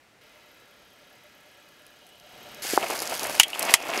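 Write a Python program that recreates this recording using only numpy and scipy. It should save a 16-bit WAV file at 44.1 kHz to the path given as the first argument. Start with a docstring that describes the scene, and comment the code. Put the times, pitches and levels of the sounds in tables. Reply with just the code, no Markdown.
"""A big hollow plastic ball in a film wrapper is pinned to the road by a car's tyre, heard close by, outdoors.
The shell cracks in noise bursts, thuds in single pushes and scrapes as grit knocks on its resonances.
The wrapper crinkles and ticks in short puffs of noise. Behind it the car idles: noise, ringing cavities
and a high tick at each firing, after a brief opening of quiet street noise. The microphone overloads."""
import sys
import numpy as np
from scipy import signal
from scipy.fft import rfft, irfft
from scipy.io import wavfile

SR = 44100
rng = np.random.default_rng(int(sys.argv[2]) if len(sys.argv) > 2 else 0)


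def boost_factor(decibels):
    """Convert a level in decibels to a linear amplitude factor."""
    exponent = np.asarray(decibels, float) / 20
    return 10 ** exponent


def pcm_store(signal):
    """Save signal as 16-bit PCM."""
    levels = np.round(np.clip(np.atleast_2d(signal), -1, 1) * 32767)
    wavfile.write(sys.argv[1], SR, levels.astype(np.int16).T)


N = 176400  # samples, 4 s


def evened(x):
    """Scales to rms 1."""
    return x / np.sqrt(np.mean(x ** 2) + 1e-20)


def curve(rows, col=1):
    """Reads a column of a time table at every sample."""
    rows = np.array(rows)
    return np.interp(np.arange(N) / SR, rows[:, 0], rows[:, col])


def after_start(rows):
    """Is true once the first time in a table has passed."""
    return np.arange(N) > rows[0][0] * SR


def colour(x, points):
    """Filters x by a spectrum drawn on a log-frequency axis."""
    f, db = np.transpose(points)
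    hz = np.fft.rfftfreq(len(x), 1 / SR)
    gain_db = np.interp(np.log(hz + 1), np.log(f + 1), db)
    return irfft(rfft(x) * boost_factor(gain_db), len(x))


def resonate(x, hz, width):
    """A resonance of gain about 1 at its centre; width in Hz."""
    r = np.exp(-np.pi * width / SR)
    return 2 * signal.lfilter([1 - r], [1, -r * np.exp(2j * np.pi * hz / SR)], x).real


def ring(x, hz, t60):
    """A resonance that dies by 60 dB in t60 seconds."""
    return resonate(x, hz, np.log(1000) / np.pi / t60)


def band(x, lo_hz, hi_hz):
    """Causal band-pass."""
    return signal.sosfilt(signal.butter(2, [lo_hz, min(hi_hz, 20000)], "bandpass", fs=SR, output="sos"), x)


def highpass(x, order, hz):
    """Second-order sections of a high-pass are run both ways, so peaks keep their time."""
    return signal.sosfiltfilt(signal.butter(order, hz, "highpass", fs=SR, output="sos"), x)


def clicks(per_s, spread_db):
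    """Random impulses of either sign, a few of them large."""
    size = boost_factor(spread_db * np.minimum(rng.exponential(1, N), 5)) * rng.choice([-1., 1.], N)
    return size * (rng.random(N) < per_s / SR)


def add(mix, s, sound):
    """Mixes a sound in at time s."""
    part = mix[round(s * SR):][:len(sound)]
    part += sound[:len(part)]


# Cracks of the shell. Each row: start in seconds, peak of the snap in dB, then treble and body in dB above
# the snap, burst length in seconds, ring of the wall in dB above the snap, centre of the snap in Hz.
CRACK_EVENTS = [(2.827, -21, -11, -2.5, 0.0006, -27, 2570), (3.251, -20, -13, -6, 0.0011, -17, 2200),
                (3.3982, 5, 0.5, -9.5, 0.0014, -16, 2690), (3.4324, -12, 0, -43, 0.0037, -5, 2870),
                (3.531, -22.5, -14.5, -12, 0.0014, 0, 2800), (3.548, -24.5, -8, -15, 0.0057, -13, 2800),
                (3.622, -21.5, -4, -21, 0.0014, -18, 2500), (3.739, -0.5, 6.5, -11, 0.0017, -13.5, 2360)]
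# Wall of the cracking shell. Each row: resonance in Hz, level in dB, time to fall 60 dB in seconds.
CRACK_WALL_MODES = [(960, -23, 0.036), (2500, 9, 0.051), (2800, 15, 0.029), (3027, 21, 0.062),
                    (3255, 18.5, 0.065), (3360, 5, 0.078)]


def cracks():
    """A burst of fracture snaps and shakes the wall modes; splinters hiss above, the body bumps below."""
    tail_db, tail_t60_s = -12.5, 0.05
    splinter_tail_db = 2.5  # the splinters' tail is this much louder than the snap's
    thump_db, thump_s = -8, 0.00025  # dB above the body; width of the push
    t = np.arange(5000) / SR
    tail = tail_db - 60 * t / tail_t60_s
    # one-sided push of air as the shell gives
    thump = np.exp(-(t / thump_s - 2) ** 2)
    out = np.zeros(N)
    for s, db, treble_db, body_db, length_s, ring_db, snap_hz in CRACK_EVENTS:
        noise = rng.standard_normal((2, 5000))
        onset = np.exp(-(t / length_s) ** 2)
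        fracture = noise[0] * (onset + boost_factor(tail))
        splinters = noise[1] * (onset + boost_factor(tail + splinter_tail_db))
        snap = band(band(fracture, 0.73 * snap_hz, 1.197 * snap_hz), 0.7 * snap_hz, 1.64 * snap_hz)
        # neighbouring modes ring in opposite sign
        wall = sum(boost_factor(d) * ring(fracture, hz, t60) * (-1) ** k
                   for k, (hz, d, t60) in enumerate(CRACK_WALL_MODES))
        treble = band(band(splinters, 3650, 10650), 2840, 16000)
        body = band(splinters, 696, 1320)
        parts = [(snap, 0), (wall, ring_db), (treble, treble_db), (body, body_db),
                 (thump, body_db + thump_db)]
        add(out, s, boost_factor(db) * sum(boost_factor(d) * p / abs(p).max() for p, d in parts))
    return out


# Dull thuds of the shell denting. Each row: time of the peak in seconds, level of the push in dB,
# pitch of the push in Hz, level of the ring in dB above the push.
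DENTS = [(2.651, -30.5, 547, 2), (2.7362, -16, 380, -2.5), (2.777, -3, 893, -2.5), (2.828, -23, 870, -9),
         (2.844, -28, 800, 3), (2.9011, -22.5, 890, 2), (2.908, -17.5, 940, -3), (2.927, -26, 600, 0),
         (3.021, -22.5, 740, -2), (3.111, -32, 690, -1), (3.225, -29, 380, -7), (3.298, -23, 726, -4.5),
         (3.559, -26.5, 940, -7), (3.977, -18.5, 600, -4)]
# Ring of the dented shell. Each row: resonance in Hz, level in dB, time to fall 60 dB in seconds.
DENT_MODES = [(346, -4.5, 0.018), (785, -9, 0.027)]


def thuds():
    """Each dent is one push with dips either side; the hollow shell rings on after it."""
    lead = 200  # samples ahead of the peak
    t = np.arange(-lead, 2500) / SR
    out = np.zeros(N)
    for s, db, hz, ring_db in DENTS:
        u = (np.pi * hz * t) ** 2
        push = (1 - 2 * u) * np.exp(-u)
        rings = [ring(push + 1e-12, f, t60) for f, _, t60 in DENT_MODES]
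        loudest = max(abs(r).max() for r in rings)
        after = sum(boost_factor(d + ring_db) * r / loudest for (_, d, _), r in zip(DENT_MODES, rings))
        add(out, s - lead / SR, boost_factor(db) * (push + after))
    return highpass(out + 1e-12, 2, 160)


# Shell dragged on asphalt. Each row: time in seconds, level of the hollow drone in dB,
# upper wall resonances in dB above the drone.
SCRAPE_LEVELS = [(2.615, -69, -1), (2.64, -46.5, 1.5), (2.72, -44, 2), (2.8, -36, -7), (2.835, -31, -3),
                 (2.86, -37, -2.5), (2.89, -44, -2), (2.91, -29.5, -5.5), (2.97, -39.5, -10),
                 (3.03, -39, -0.5), (3.08, -42.5, -5), (3.125, -32.5, -4.5), (3.185, -43.5, -10),
                 (3.21, -34.5, -7), (3.3, -34.5, -5.5), (3.39, -40.5, -2), (3.41, -53.5, 21),
                 (3.47, -45, -1), (3.54, -42, -2), (3.61, -34, -1), (3.67, -29.5, -6), (3.69, -29, 3),
                 (3.735, -33.5, -2.5), (3.775, -43, 3.5), (3.88, -34, -4.5), (3.94, -29, -4),
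                 (4, -30.5, 0.5)]
# Hollow of the ball. Each row: resonance in Hz, width in Hz, level in dB.
HOLLOW_MODES = [(314, 410, -5.5), (663, 144, 5.5), (800, 273, 3), (1320, 1110, -7)]
# Upper wall resonances. Each row: resonance in Hz, width in Hz, level in dB.
WALL_MODES = [(1930, 380, 2.5), (2200, 58, 11.5), (2500, 250, 6.5), (2850, 250, 7), (3170, 560, 1)]


def knocked(modes):
    """Random knocks of grit set a group of resonances ringing, neighbours in opposite sign."""
    grit = clicks(per_s=1700, spread_db=3)
    return evened(sum(boost_factor(db) * resonate(grit, hz, w) * (-1) ** k for k, (hz, w, db) in enumerate(modes)))


def scrape():
    """Road grit knocks the hollow shell: a low drone and the ring of its wall."""
    drone = evened(band(band(knocked(HOLLOW_MODES), 172, 3400), 160, 4200))
    wall = evened(band(knocked(WALL_MODES), 1320, 8800))
    both = drone + boost_factor(curve(SCRAPE_LEVELS, 2)) * wall
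    return boost_factor(curve(SCRAPE_LEVELS)) * both * after_start(SCRAPE_LEVELS)


# Crinkle of the wrapper. Each row: time in seconds, level in dB.
CRINKLE_LEVEL = [(2.621, -36.5), (2.66, -33), (2.74, -31.5), (2.775, -35.5), (2.8, -34), (2.88, -35.5),
                 (2.91, -30.5), (2.96, -31.5), (3.02, -35), (3.12, -33.5), (3.23, -33.5), (3.39, -34),
                 (3.41, -31), (3.46, -46), (3.58, -37.5), (3.63, -34.5), (3.7, -30.5), (3.735, -31.5),
                 (3.77, -45), (3.88, -38.5), (3.96, -36), (4, -34)]
# Colour of the film. Each row: frequency in Hz, spectrum level in dB per Hz.
FILM_COLOUR = [(880, -13), (1500, 1.5), (2270, 0.5), (3590, -2), (4780, 2.5), (5770, 0), (6430, -0.5),
               (12100, -3), (16000, -13)]


def crinkle():
    """Dense creases snap in the film, each a sharp start and a short puff of noise."""
    # the film first bunches up in a dense rush
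    dense_until_s, dense_per_s, creases_per_s = 2.8, 6000, 2100
    film_t60_s, snap_db, snap_s = 0.02, 1.5, 0.00035  # snap level is above the puff
    clump_db, clump_s = 2, 0.014  # creases swell and thin in clumps
    t = np.arange(3000) / SR
    rate = np.where(np.arange(N) < dense_until_s * SR, dense_per_s, creases_per_s)
    fade = boost_factor(-60 * t / film_t60_s) + boost_factor(snap_db) * np.exp(-t / snap_s)
    creases = np.zeros(N)
    for _ in range(16):  # sixteen different puffs share the creases
        puff = fade * rng.standard_normal(3000)
        creases += signal.oaconvolve(clicks(rate / 16, spread_db=3), puff)[:N]
    clumps = evened(resonate(rng.standard_normal(N), 0, 1 / (np.pi * clump_s)))
    film = evened(colour(creases * boost_factor(clump_db * clumps), FILM_COLOUR))
    return film * boost_factor(curve(CRINKLE_LEVEL)) * after_start(CRINKLE_LEVEL)


# Single ticks of film and grit. 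Each row: start in seconds, peak in dB, tilt towards the treble in dB.
TICK_EVENTS = [(1.689, -45, 0), (1.866, -36, -1), (1.969, -50, -9), (2.067, -39, 8), (2.091, -42, 6),
               (2.1993, -39, -3), (2.5465, -31, -1.5), (2.6327, -24, -5), (2.7602, -17, -2),
               (2.9037, -19, 9), (2.991, -17, -7), (3.0027, -15, -4), (3.0205, -15, -7), (3.0251, -15, 3),
               (3.0555, -22, -10), (3.0745, -17.5, -8), (3.097, -19.5, 5), (3.151, -20, 4),
               (3.1777, -21, -1), (3.195, -15.5, -3), (3.2324, -15, -4), (3.2429, -15.5, 5), (3.27, -17, 3),
               (3.2971, -17, -1), (3.3533, -19.5, 6), (3.482, -21, 5.5), (3.5033, -25, 2),
               (3.5941, -8, 9.5), (3.6277, -7.5, 2.5), (3.6523, -17, 6), (3.708, -15, 2), (3.8262, -26, -9),
               (3.902, -21.5, -12), (3.9762, -13, -8.5)]


def ticks():
    """Film or grit gives suddenly: one impulse, a very short puff of noise and a weaker tail."""
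    t60_s, tail_db, tail_t60_s = 0.0015, -8.5, 0.026
    t = np.arange(3000) / SR
    fade = boost_factor(-60 * t / t60_s) + boost_factor(tail_db - 60 * t / tail_t60_s)
    out = np.zeros(N)
    for s, db, tilt_db in TICK_EVENTS:
        puff = rng.standard_normal(3000) * fade
        puff[0] = 4.3 * np.sign(puff[0])  # the sudden give
        lower = band(band(puff, 4320, 8440), 3700, 8600)
        tick = lower + boost_factor(tilt_db) * band(puff, 6460, 12600)
        add(out, s, boost_factor(db) * tick / abs(tick).max())
    return out


# Idling car. Each row: time in seconds, level in dB.
IDLE_LEVEL = [(0, -55), (2.2, -55), (2.35, -48.5), (2.5, -45), (2.62, -45), (3.4, -41.5), (3.46, -55.5),
              (4, -45)]
# Broad noise of the idle. Each row: frequency in Hz, spectrum level in dB per Hz.
IDLE_SPECTRUM = [(15, -49), (25, -6.5), (145, -4), (476, -3), (591, -3), (840, -8), (1370, -8.5),
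                 (1560, -8.5), (2350, -8.5), (6400, -16.5), (7100, -49), (12200, -40), (14400, -41),
                 (15400, -35)]
# Cavities of engine bay and body. Each row: resonance in Hz, width in Hz, level in dB.
BAY_MODES = [(600, 11, 11.5), (726, 68, 0.5), (914, 73, -3), (1371, 100, 2), (1674, 76, 1.5),
             (2060, 240, -2), (2490, 135, -2), (2907, 126, 0), (3160, 70, -4), (3800, 65, -3.5),
             (4840, 85, -7.5), (6340, 300, -15)]
# Injector tick. Each row: resonance in Hz, width of each of its two passes in Hz, level in dB.
INJECTOR_MODES = [(8100, 330, 1), (10200, 230, 1.5), (11660, 520, 1.5), (11910, 350, 2.5), (12400, 290, 1),
                  (13100, 500, -4)]


def engine():
    """Steady broad noise, a low cavity throbbing once a cycle, wavering upper ones; a tick each firing."""
    firings_per_s, firing_s = 36, 0.013  # rate; time of a firing
    cycle_s, throb_sharpness = 0.031, 0.98  # one strong moment in each cycle of four firings
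    bay_db, waver_db = 1, 3
    injector_db, spread_db, sharpness = -12.5, 3, 2.3
    t = np.arange(N) / SR
    turns = firings_per_s * (t - firing_s)
    noise = evened(colour(rng.standard_normal(N), IDLE_SPECTRUM))
    throb = evened(np.exp(throb_sharpness * np.cos(2 * np.pi * firings_per_s / 4 * (t - cycle_s))))
    drive = rng.standard_normal((2, N))
    bay = np.zeros(N)
    for hz, width, db in BAY_MODES:
        if hz < 700:
            swell = throb
        else:  # each of these swells and fades by itself
            swell = boost_factor(waver_db * np.interp(t, np.linspace(0, 4, 14), rng.standard_normal(14)))
        bay += boost_factor(db) * resonate(drive[0], hz, width) * swell
    pulses = drive[1] * np.exp(-sharpness * (turns % 1))
    firing = np.floor(turns).astype(int)
    injector = np.zeros(N)
    for hz, width, db in INJECTOR_MODES:
        strength = boost_factor(spread_db * rng.standard_normal(200))[firing]  # differs from firing to firing
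        injector += boost_factor(db) * resonate(resonate(pulses * strength, hz, width), hz, width)
    idle = noise + boost_factor(bay_db) * evened(bay) + boost_factor(injector_db) * evened(injector)
    return boost_factor(curve(IDLE_LEVEL)) * evened(idle)


# Quiet street. Each row: frequency in Hz, spectrum level in dB per Hz.
STREET_COLOUR = [(15, -49), (25, -21), (87, -6.5), (175, -10.5), (754, -9.5), (936, -13.5), (2050, -11),
                 (3430, -17.5), (14000, -32), (16000, -38)]


def street():
    """Quiet street noise is steady and coloured."""
    return boost_factor(-59.5) * evened(colour(rng.standard_normal(N), STREET_COLOUR))


def scene():
    """All sources, close and outdoors; quiet street noise plays alone until 0.21 s, when the background
    switches abruptly to the idling car."""
    quiet_until_s = 0.212
    background = np.where(np.arange(N) < quiet_until_s * SR, street(), engine())
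    return (cracks() + thuds() + scrape() + crinkle() + ticks() + background)[None]


def roll_off(x):
    """The treble ends steeply here."""
    return signal.sosfilt(signal.butter(12, 16460, fs=SR, output="sos"), x)


def record(dry):
    """Band limits of the microphone; the loudest peaks hit its ceiling."""
    low_hz, edge_hz, ceiling = 60, 15780, 0.99  # ceiling as a part of full scale
    heard = signal.sosfilt(signal.butter(1, low_hz, "highpass", fs=SR, output="sos"), dry)
    treble_limit = signal.firwin(1023, edge_hz, window=("kaiser", 8), fs=SR)
    heard = signal.oaconvolve(heard, treble_limit[None], "same")
    mix = np.clip(heard, -ceiling, ceiling)
    return roll_off(mix)


dry = scene()
out = record(dry)
pcm_store(out)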